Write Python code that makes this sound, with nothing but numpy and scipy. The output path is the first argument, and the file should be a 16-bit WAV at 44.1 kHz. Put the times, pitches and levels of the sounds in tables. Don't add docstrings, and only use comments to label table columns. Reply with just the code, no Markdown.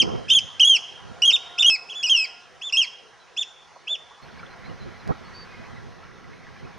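import sys
import numpy as np
from scipy import signal
from scipy.fft import rfft, irfft, next_fast_len
from scipy.io import wavfile
from scipy.ndimage import uniform_filter1d

SR = 44100
rng = np.random.default_rng(int(sys.argv[2]) if len(sys.argv) > 2 else 0)


def unload_audio(sound):
    columns = np.transpose(np.atleast_2d(sound))
    steps = np.round(np.clip(columns, -1, 1) * 32767)
    wavfile.write(sys.argv[1], SR, steps.astype(np.int16))


N = 298998
TIME = np.arange(N) / SR
CRY_CUT_S, LAKE_CUT_S = 1.699, 4.22
LEAP_S, VOICE_RISE_S, START_HZ = .004, .0012, 2430
BREAK_HZ, HIGH_HZ, SHELF_HZ, CRY_END_HZ = 2700, 3248, 2640, 1996
HOLD_SAG_HZ, SHELF_SAG_HZ_PER_S = 55, 1800
GRACE_S, GRACE_HZ, ARCH_HZ, PIP_DROP_S, PIP_END_HZ = .009, 2722, 285.5, .012, 2423
NOTCH_HZ, CUTOFF_HZ = 299.05, 15100

# start_s, opening_s, hold_s, slide_s, shelf_s, drop_s, hump_hz, dip_hz, swing_hz,
# opening_gain_db, hold_gain_db, overtone_gain_db
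CRIES = [(-0.05, .03, 0.029, 0.0091, 0, 0.0089, 3100, 2850, 166, -2, .5, 2.5),
         (0.3, .030, .054, 0.0023, 0, 0.0047, 3142, 3115, 200, -0.5, -0.4, 2),
         (0.596, 0.047, .088, .031, 0, 0.0089, 3220, 2912, 122, 2, 0.5, 1),
         (1.219, 0.03, 0.045, .012, 0, 0.011, 2980, 2860, 48, -1, 0.5, -0.5),
         (1.624, .036, .035, .0006, .050, 0.017, 3013, 2885, 15, 0, .5, 0.5),
         (2.028, .066, 0.024, .054, 0.066, 0.02, 2940, 2470, 15, -6, -1.15, -1.5),
         (2.724, 0.045, 0.029, .025, 0.004, .024, 2830, 2555, 16, -4, -3, -2.5)]
HOLD_SWING = [(0, -.1), (.21, 0.265), (.38, 1.2), (.5, .15), (.75, -.25), (1, -0.666)]
# pitch_hz, fundamental_db, octave_db
CRY_VOICE = [(2050, -37, -41), (2420, -28, -28), (2620, -20.5, -22.6), (2860, -14.4, -28),
             (3100, -13.5, -35), (3250, -12.2, -28), (3430, -12.7, -31)]
# frequency_hz, gain_db
OVERTONES = [(7400, -16.5), (8600, -25.5), (9700, -13.5), (10700, -21), (11400, -17.5), (13000, -20),
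             (15000, -30.5), (17000, -59)]
# frequency_hz, difference_db, lead_rad
PORTS = [(2600, -1.3, .14), (3400, -1.2, .08), (5100, -.7, -.04), (6300, -1.1, -.3), (7200, .3, -1.05),
         (8300, -2, .55), (9800, 2, .1), (13000, 0, 0)]
# time_s, level_db
BREEZE_LEVEL = [(0, -41), (.6, -52.5), (1.2, -52), (2.0, -70), (4.2, -69.5), (4.24, -47.5), (6.78, -47.5)]
# centre_s, half_width_s, level_db
GUSTS = [(0.098, .11, -27.5), (0.338, 0.14, -48), (1.087, 0.058, -41.5), (4.704, 0.041, -37),
         (4.863, 0.043, -36.5), (5.097, 0.035, -30.5), (5.224, 0.017, -48), (5.604, 0.024, -43),
         (5.762, .14, -44.5), (6.33, 0.028, -48.5), (6.653, 0.028, -41.5)]
# frequency_hz, relative_db
BREEZE_SPECTRUM = [(20, -21), (60, -1.5), (130, 1), (250, -6), (500, -12), (1000, -34), (2000, -48),
                   (9000, -87)]
GUST_SPECTRUM = [(20, -25.5), (60, -14), (140, -0.5), (350, 0.5), (700, -5.5), (1300, -13.5), (2200, -30),
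                 (12000, -87)]
# frequency_hz, relative_db
SKY_SPECTRUM = [(30, -17), (100, -13.5), (270, -11), (450, -3.5), (900, -2), (1600, -5.5), (2400, -11),
                (4200, -15), (6400, -18.5), (7300, -26.5), (8700, -31), (9300, -26.5), (10500, -34.5),
                (12000, -46), (15000, -55)]
LAKE_SPECTRUM = [(30, 0), (150, 1.5), (450, -1.5), (1200, -0.5), (2000, -2.5), (2800, -11.5), (4200, -13),
                 (6400, -22), (7300, -31.5), (8700, -31.5), (9300, -31), (10500, -37), (12000, -36),
                 (15000, -52)]
# time_s, gain_db
SKY_SWELL = [(0, -49), (1.4, -48.5), (2.3, -51.5), (3.1, -53.5), (4.2, -52.5)]
LAKE_SWELL = [(4.2, -46), (4.45, -45.5), (5.3, -45), (5.7, -45), (6.1, -48.5), (6.78, -46.5)]
# frequency_hz, correlation
AIR_CORRELATION = [(60, -0.19), (200, 0.099), (540, 0.59), (1600, 0.94), (5000, 0.81), (15000, -0.51)]
# frequency_hz, level_db
MOTOR_WHINE = [(5260, -71.5), (5420, -77), (5850, -73), (6430, -75), (9230, -85.5)]
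# start_s, length_s, top_hz, lateness (1 centres the top), gain_db, overtone_gain_db
PIPS = [(0.281, 0.062, 3660, 1.3, -0.5, -1.5), (1.3138, 0.055, 3733, 0.81, 5.5, 3.5),
        (1.579, 0.058, 3658, 1.01, 6, 7.5), (1.886, .051, 3370, .63, -7, -7.5),
        (1.936, 0.12, 3456, 0.56, -7.5, -6.5), (2.612, 0.093, 3560, 1.22, -7, -5),
        (3.3644, 0.072, 3590, 1.15, -0.5, 2.5), (3.871, 0.09, 3562, 1.3, -2, -7)]
# pitch_hz, fundamental_db, octave_db
PIP_VOICE = [(2330, -45, -53), (2700, -28, -38), (3280, -27, -44), (3450, -25, -41.5), (3580, -21, -41),
             (3720, -20.5, -39)]
# frequency_hz, base_level_db
FAR_PARTIALS = [(708, -60), (748, -65.5), (1061, -63), (1412, -57.5)]
# time_s, gain_db
FAR_SWELL = [(.9, -17.5), (1.2, 3), (1.45, 0), (1.6, 8.5), (1.75, -3), (2.4, -1.5), (2.65, -26)]
# start_s, length_s, pitch_hz, scatter_hz, level_db
CLUCKS = [(3.032, 0.14, 449, 30, -60.5), (3.758, 0.027, 940, 157, -48), (3.899, 0.071, 620, 39.8, -50.5),
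          (4.108, 0.026, 974, 138, -49), (5.524, 0.052, 2140, 70, -49.5), (5.636, 0.049, 2330, 150, -51.5),
          (5.761, 0.039, 1990, 60, -51)]
# start_s, length_s, start_hz, middle_hz, end_hz, level_db
WHISTLES = [(3.183, 0.085, 3930, 3980, 3720, -62.5), (4.218, 0.039, 4250, 4290, 4510, -59),
            (4.38, .026, 4300, 4620, 5140, -59), (4.5, .04, 4140, 4100, 4280, -59),
            (4.641, 0.046, 3850, 4080, 4180, -56), (4.791, .06, 4280, 4020, 4200, -56),
            (4.985, 0.046, 4300, 4020, 4020, -60), (5.233, 0.073, 4200, 4420, 4470, -59),
            (5.32, .14, 4450, 4586, 4490, -49), (5.45, .23, 2510, 2480, 2495, -60)]
# start_s, pitch_hz, t60_s, gain_db
PLOPS = [(4.394, 2280, 0.038, -42), (4.431, 1366, .032, -35), (4.463, 3400, 0.026, -45),
         (4.659, 2190, 0.026, -40), (4.697, 2870, .025, -47), (5.12, 1266, 0.02, -29.5),
         (6.03, 1310, 0.11, -47.5), (6.598, 2020, .04, -48)]


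def gain_of(db):
    return 10 ** (np.asarray(db) / 20)


def unit_rms(x):
    return x / np.sqrt(np.mean(x ** 2) + 1e-20)


def spectrum_at(points, hz):
    knots_hz, value = np.transpose(points)
    return np.interp(np.log(hz + 1), np.log(knots_hz + 1), value)


def curve(rows):
    return np.interp(TIME, *np.transpose(rows))


def phase_of(hz):
    return 2 * np.pi * np.cumsum(hz) / SR


def add(mix, start_s, sound):
    part = mix[max(round(start_s * SR), 0):][:len(sound)]
    part += sound[:len(part)]


def panned(x, left_db):
    return x * gain_of([[left_db / 2], [-left_db / 2]])


def wander(n, rate_hz):
    size = next_fast_len(n + SR // 10)
    lowpass = np.exp(-(np.fft.rfftfreq(size, 1 / SR) / rate_hz) ** 2)
    return unit_rms(irfft(rfft(rng.standard_normal(size)) * lowpass, size))[:n]


def noise(spectrum, correlation, patchy_db):
    hz = np.fft.rfftfreq(2048, 1 / SR)
    a, b, c, d, patches = rng.standard_normal((5, len(hz), N // 512 + 5))
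    patches = unit_rms(uniform_filter1d(uniform_filter1d(patches, size=16, axis=0), size=6, axis=1))
    shared = spectrum_at(correlation, hz)[:, None]
    left = a + 1j * b
    right = shared * left + np.sqrt(1 - shared ** 2) * (c + 1j * d)
    bins = np.array([left, right]) * gain_of(spectrum_at(spectrum, hz)[:, None] + patchy_db * patches)
    return unit_rms(signal.istft(bins, nperseg=2048, noverlap=1536)[1][:, :N])


def wavering_partials(partials, wobble_hz):
    knots = np.arange(0, TIME[-1], .015)
    drifts = wobble_hz * rng.standard_normal((len(partials), len(knots)))
    return np.sqrt(2) * sum(gain_of(db) * np.sin(phase_of(hz + np.interp(TIME, knots, drift)))
                            for (hz, db), drift in zip(partials, drifts))


def cry(start, opening, hold, slide, shelf, fall, hump_hz, dip_hz, swing_hz,
        opening_db, hold_db, overtone_db):
    leap, high, held, low, drop, end = start + np.cumsum([opening, LEAP_S, hold, slide, shelf, fall])
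    t = TIME[(TIME >= start) & (TIME < end)]
    turns = np.interp(t, [start, start + .327 * opening, start + .768 * opening, leap], np.arange(4))
    eased = np.where(turns < 1, np.sin(np.pi / 2 * turns), turns - np.sin(2 * np.pi * turns) / (2 * np.pi))
    break_hz = max(dip_hz, BREAK_HZ)
    opening_hz = np.interp(eased, np.arange(4), [START_HZ, hump_hz, dip_hz, break_hz])
    path = [(leap, break_hz)]
    path += [(high + u * hold, HIGH_HZ + swing * swing_hz - HOLD_SAG_HZ * u ** 3)
             for u, swing in HOLD_SWING]
    path += [(low, SHELF_HZ), (drop, SHELF_HZ - SHELF_SAG_HZ_PER_S * shelf), (end, CRY_END_HZ)]
    hz = np.where(t < leap, opening_hz, np.interp(t, *np.transpose(path)))
    return t, hz, np.interp(t, [leap, high], [opening_db, hold_db]), overtone_db


def syrinx(contour, calls, voice, jitter, flutter_db, falloff_db, rasp_db=-38):
    out = np.zeros(N)
    pitches, fundamentals, octaves = np.transpose(voice)
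    for row in calls:
        t, hz, gain_db, overtone_db = contour(*row)
        fundamental_db = gain_db + np.interp(hz, pitches, fundamentals)
        octave_db = overtone_db + np.interp(hz, pitches, octaves)
        hz = hz * (1 + jitter * wander(len(t), rate_hz=330))
        levels = [fundamental_db, octave_db]
        levels += [octave_db + spectrum_at(OVERTONES, k * hz) + falloff_db * np.sqrt(k - 3)
                   for k in (3, 4, 5)]
        tone = sum(gain_of(db + flutter_db * wander(len(t), rate_hz=150)) * np.sin(k * phase_of(hz))
                   for k, db in enumerate(levels, 1))
        rasp = 1 + gain_of(rasp_db) * wander(len(t), rate_hz=890)
        edges = np.minimum(np.minimum(t - t[0], t[-1] - t) / VOICE_RISE_S, 1)
        add(out, t[0], np.sqrt(2) * tone * rasp * edges)
    return out


def shore(x, tail_db, t60, treble_t60, treble_db, bank_s, bank_db):
    taps = rng.standard_normal((3, SR)) * (rng.random((3, SR)) < 2000 / SR)
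    taps = unit_rms(taps[0] + .28 * taps[1:]) * (TIME[:SR] > .004) / np.sqrt(SR)
    hz, t, bins = signal.stft(taps, SR, nperseg=256)
    decay = gain_of(-60 * t / spectrum_at([(3500, t60), (7000, treble_t60)], hz)[:, None])
    bank = 1 + gain_of(bank_db) * np.exp(-((t - bank_s) / .033) ** 2)
    colour = gain_of(tail_db + spectrum_at([(3500, -.5), (6000, treble_db), (10000, -.5)], hz))[:, None]
    response = signal.istft(bins * decay * bank * colour, SR, nperseg=256)[1]
    return signal.fftconvolve(x[None], response, axes=1)[:, :N]


def ports(x, treble_db):
    size = next_fast_len(N + SR // 10)
    hz, table = np.fft.rfftfreq(size, 1 / SR), np.array(PORTS)
    difference_db, lead_rad = spectrum_at(table[:, :2], hz), spectrum_at(table[:, ::2], hz)
    left = gain_of(difference_db / 2) * np.exp(.5j * lead_rad)
    shelf = gain_of(spectrum_at([(7600, .0059), (10000, treble_db)], hz))
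    return irfft(rfft(x, size) * shelf * np.array([left, 1 / left]), size)[:, :N]


def wind(lumpy_db=2, gust_db=-27, onset_db=4):
    swells = [gain_of(db) * np.exp(-((TIME - s) / half_s) ** 2) for s, half_s, db in GUSTS]
    level_db = 20 * np.log10(gain_of(curve(BREEZE_LEVEL)) + sum(swells))
    gusty = 1 / (.5 + np.exp((gust_db - level_db) / onset_db))
    correlation = [(100, -.95), (500, -.66), (2000, -.031)]
    breeze = np.sqrt(1 - gusty) * noise(BREEZE_SPECTRUM, correlation, patchy_db=2)
    gusts = np.sqrt(gusty) * noise(GUST_SPECTRUM, correlation, patchy_db=3)
    return panned((breeze + gusts) * gain_of(level_db + lumpy_db * wander(N, rate_hz=89)), left_db=-3.5)


def open_air():
    sky = noise(SKY_SPECTRUM, AIR_CORRELATION, patchy_db=2.5) * gain_of(curve(SKY_SWELL) + 1.5)
    lake = noise(LAKE_SPECTRUM, AIR_CORRELATION, patchy_db=1.74) * gain_of(curve(LAKE_SWELL))
    return panned(np.where(TIME < LAKE_CUT_S, sky, lake), left_db=-1)


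def motor():
    hum = gain_of(-63) * np.sin(2 * np.pi * (NOTCH_HZ / 2) * TIME)
    return hum * np.array([[1], [-1]]) + wavering_partials(MOTOR_WHINE, wobble_hz=22)


def notch_comb(x, depth=.93, feedback=.65):
    size = next_fast_len(N + SR // 4)
    delay = np.exp(-2j * np.pi * np.fft.rfftfreq(size, 1 / SR) / NOTCH_HZ)
    response = (1 - depth * (1 - feedback) * delay / (1 - feedback * delay)) * (1 + feedback) / 2
    return irfft(rfft(x, size) * response, size)[:, :N]


def pip(start, length, top_hz, lateness, gain_db, overtone_db):
    leap, high, drop, end = start + np.array([GRACE_S, GRACE_S + LEAP_S, length - PIP_DROP_S, length])
    t = TIME[(TIME >= start) & (TIME < end)]
    progress = np.clip((t - high) / (drop - high), 0, 1) ** lateness
    arch_hz = top_hz - ARCH_HZ * (2 * progress - 1) ** 2
    low_hz = np.interp(t, [start, leap, drop], [START_HZ, GRACE_HZ, PIP_END_HZ])
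    register = np.interp(t, [leap, high, drop, end], [0, 1, 1, 0])
    return t, low_hz + register * (arch_hz - low_hz), gain_db, overtone_db


def shorebirds():
    cries = syrinx(cry, CRIES, CRY_VOICE, jitter=.0038, flutter_db=1.43, falloff_db=-16.5)
    pips = syrinx(pip, PIPS, PIP_VOICE, jitter=.0022, flutter_db=1.77, falloff_db=-20.5)
    direct, early = cries + pips, TIME < CRY_CUT_S
    near_tail = shore(direct * early, tail_db=-5, t60=.75, treble_t60=.52, treble_db=5.5,
                      bank_s=.3, bank_db=-15.5)
    cry_tail = shore(cries * ~early, tail_db=-3.5, t60=.67, treble_t60=.48, treble_db=4,
                     bank_s=.18, bank_db=-19)
    pip_tail = shore(pips * ~early, tail_db=-3.5, t60=.67, treble_t60=.49, treble_db=5.5,
                     bank_s=.21, bank_db=-2.5)
    near = ports((direct + near_tail) * early, treble_db=2)
    return near + ports(direct * ~early + cry_tail + pip_tail, treble_db=-3)


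def far_tone():
    return wavering_partials(FAR_PARTIALS, wobble_hz=6) * gain_of(curve(FAR_SWELL))


def click():
    out = np.zeros(N)
    add(out, CRY_CUT_S, gain_of(-14.5) * np.exp(-TIME[:SR // 100] / .000085))
    return out


def waterfowl():
    out = np.zeros(N)
    for start_s, length_s, hz, scatter_hz, db in CLUCKS:
        u = np.linspace(0, 1, int(length_s * SR))
        note = np.sin(phase_of(hz + scatter_hz * wander(len(u), rate_hz=290)))
        add(out, start_s, gain_of(db) * unit_rms(note * np.sqrt(u) * (1 - u) ** 2))
    return out


def songbird():
    out = np.zeros(N)
    for start_s, length_s, *pitches, db in WHISTLES:
        u = np.linspace(0, 1, int(length_s * SR))
        hz = np.polyval(np.polyfit([0, .5, 1], pitches, 2), u)
        add(out, start_s, gain_of(db) * unit_rms(np.sin(phase_of(hz)) * signal.windows.tukey(len(u), .5)))
    return out


def plops(small_count=46, small_db=-53):
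    out, t = np.zeros(N), TIME[:SR // 10]
    small = [(LAKE_CUT_S + when * (TIME[-1] - LAKE_CUT_S), 900 + 1600 * pitch, .035, small_db + 8 * loud)
             for when, pitch, loud in rng.random((small_count, 3))]
    for start_s, hz, t60, db in list(PLOPS) + small:
        envelope = 2 * gain_of(db - 60 * t / t60) * (1 - np.exp(-t / .00051))
        add(out, start_s, envelope * np.sin(2 * np.pi * hz * t * (1 + 1.1 * t)))
    return out


def housing_tick(start_s=5.076, decay_s=.0018):
    out, t = np.zeros(N), TIME[:SR // 100]
    add(out, start_s, gain_of(-36) * wander(len(t), rate_hz=6200) * np.exp(-t / decay_s))
    return out


def buffet(start_s=5.086, length_s=.036, level_db=-20, left_gain=-.41):
    out, n = np.zeros(N), int(length_s * SR)
    add(out, start_s, gain_of(level_db) * wander(n, rate_hz=1050) * signal.windows.tukey(n, .5))
    return out * np.array([[left_gain], [1]])


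def scene():
    far = songbird() + waterfowl() + plops() + far_tone()
    return shorebirds() + panned(far, left_db=-2) + open_air() + wind() + buffet()


def record(dry):
    notched = notch_comb(dry + motor() + housing_tick())
    lowpass = signal.firwin(511, CUTOFF_HZ, window=("kaiser", 9), fs=SR)
    return signal.oaconvolve(notched + click(), lowpass[None], "same")


dry = scene()
out = record(dry)
unload_audio(out)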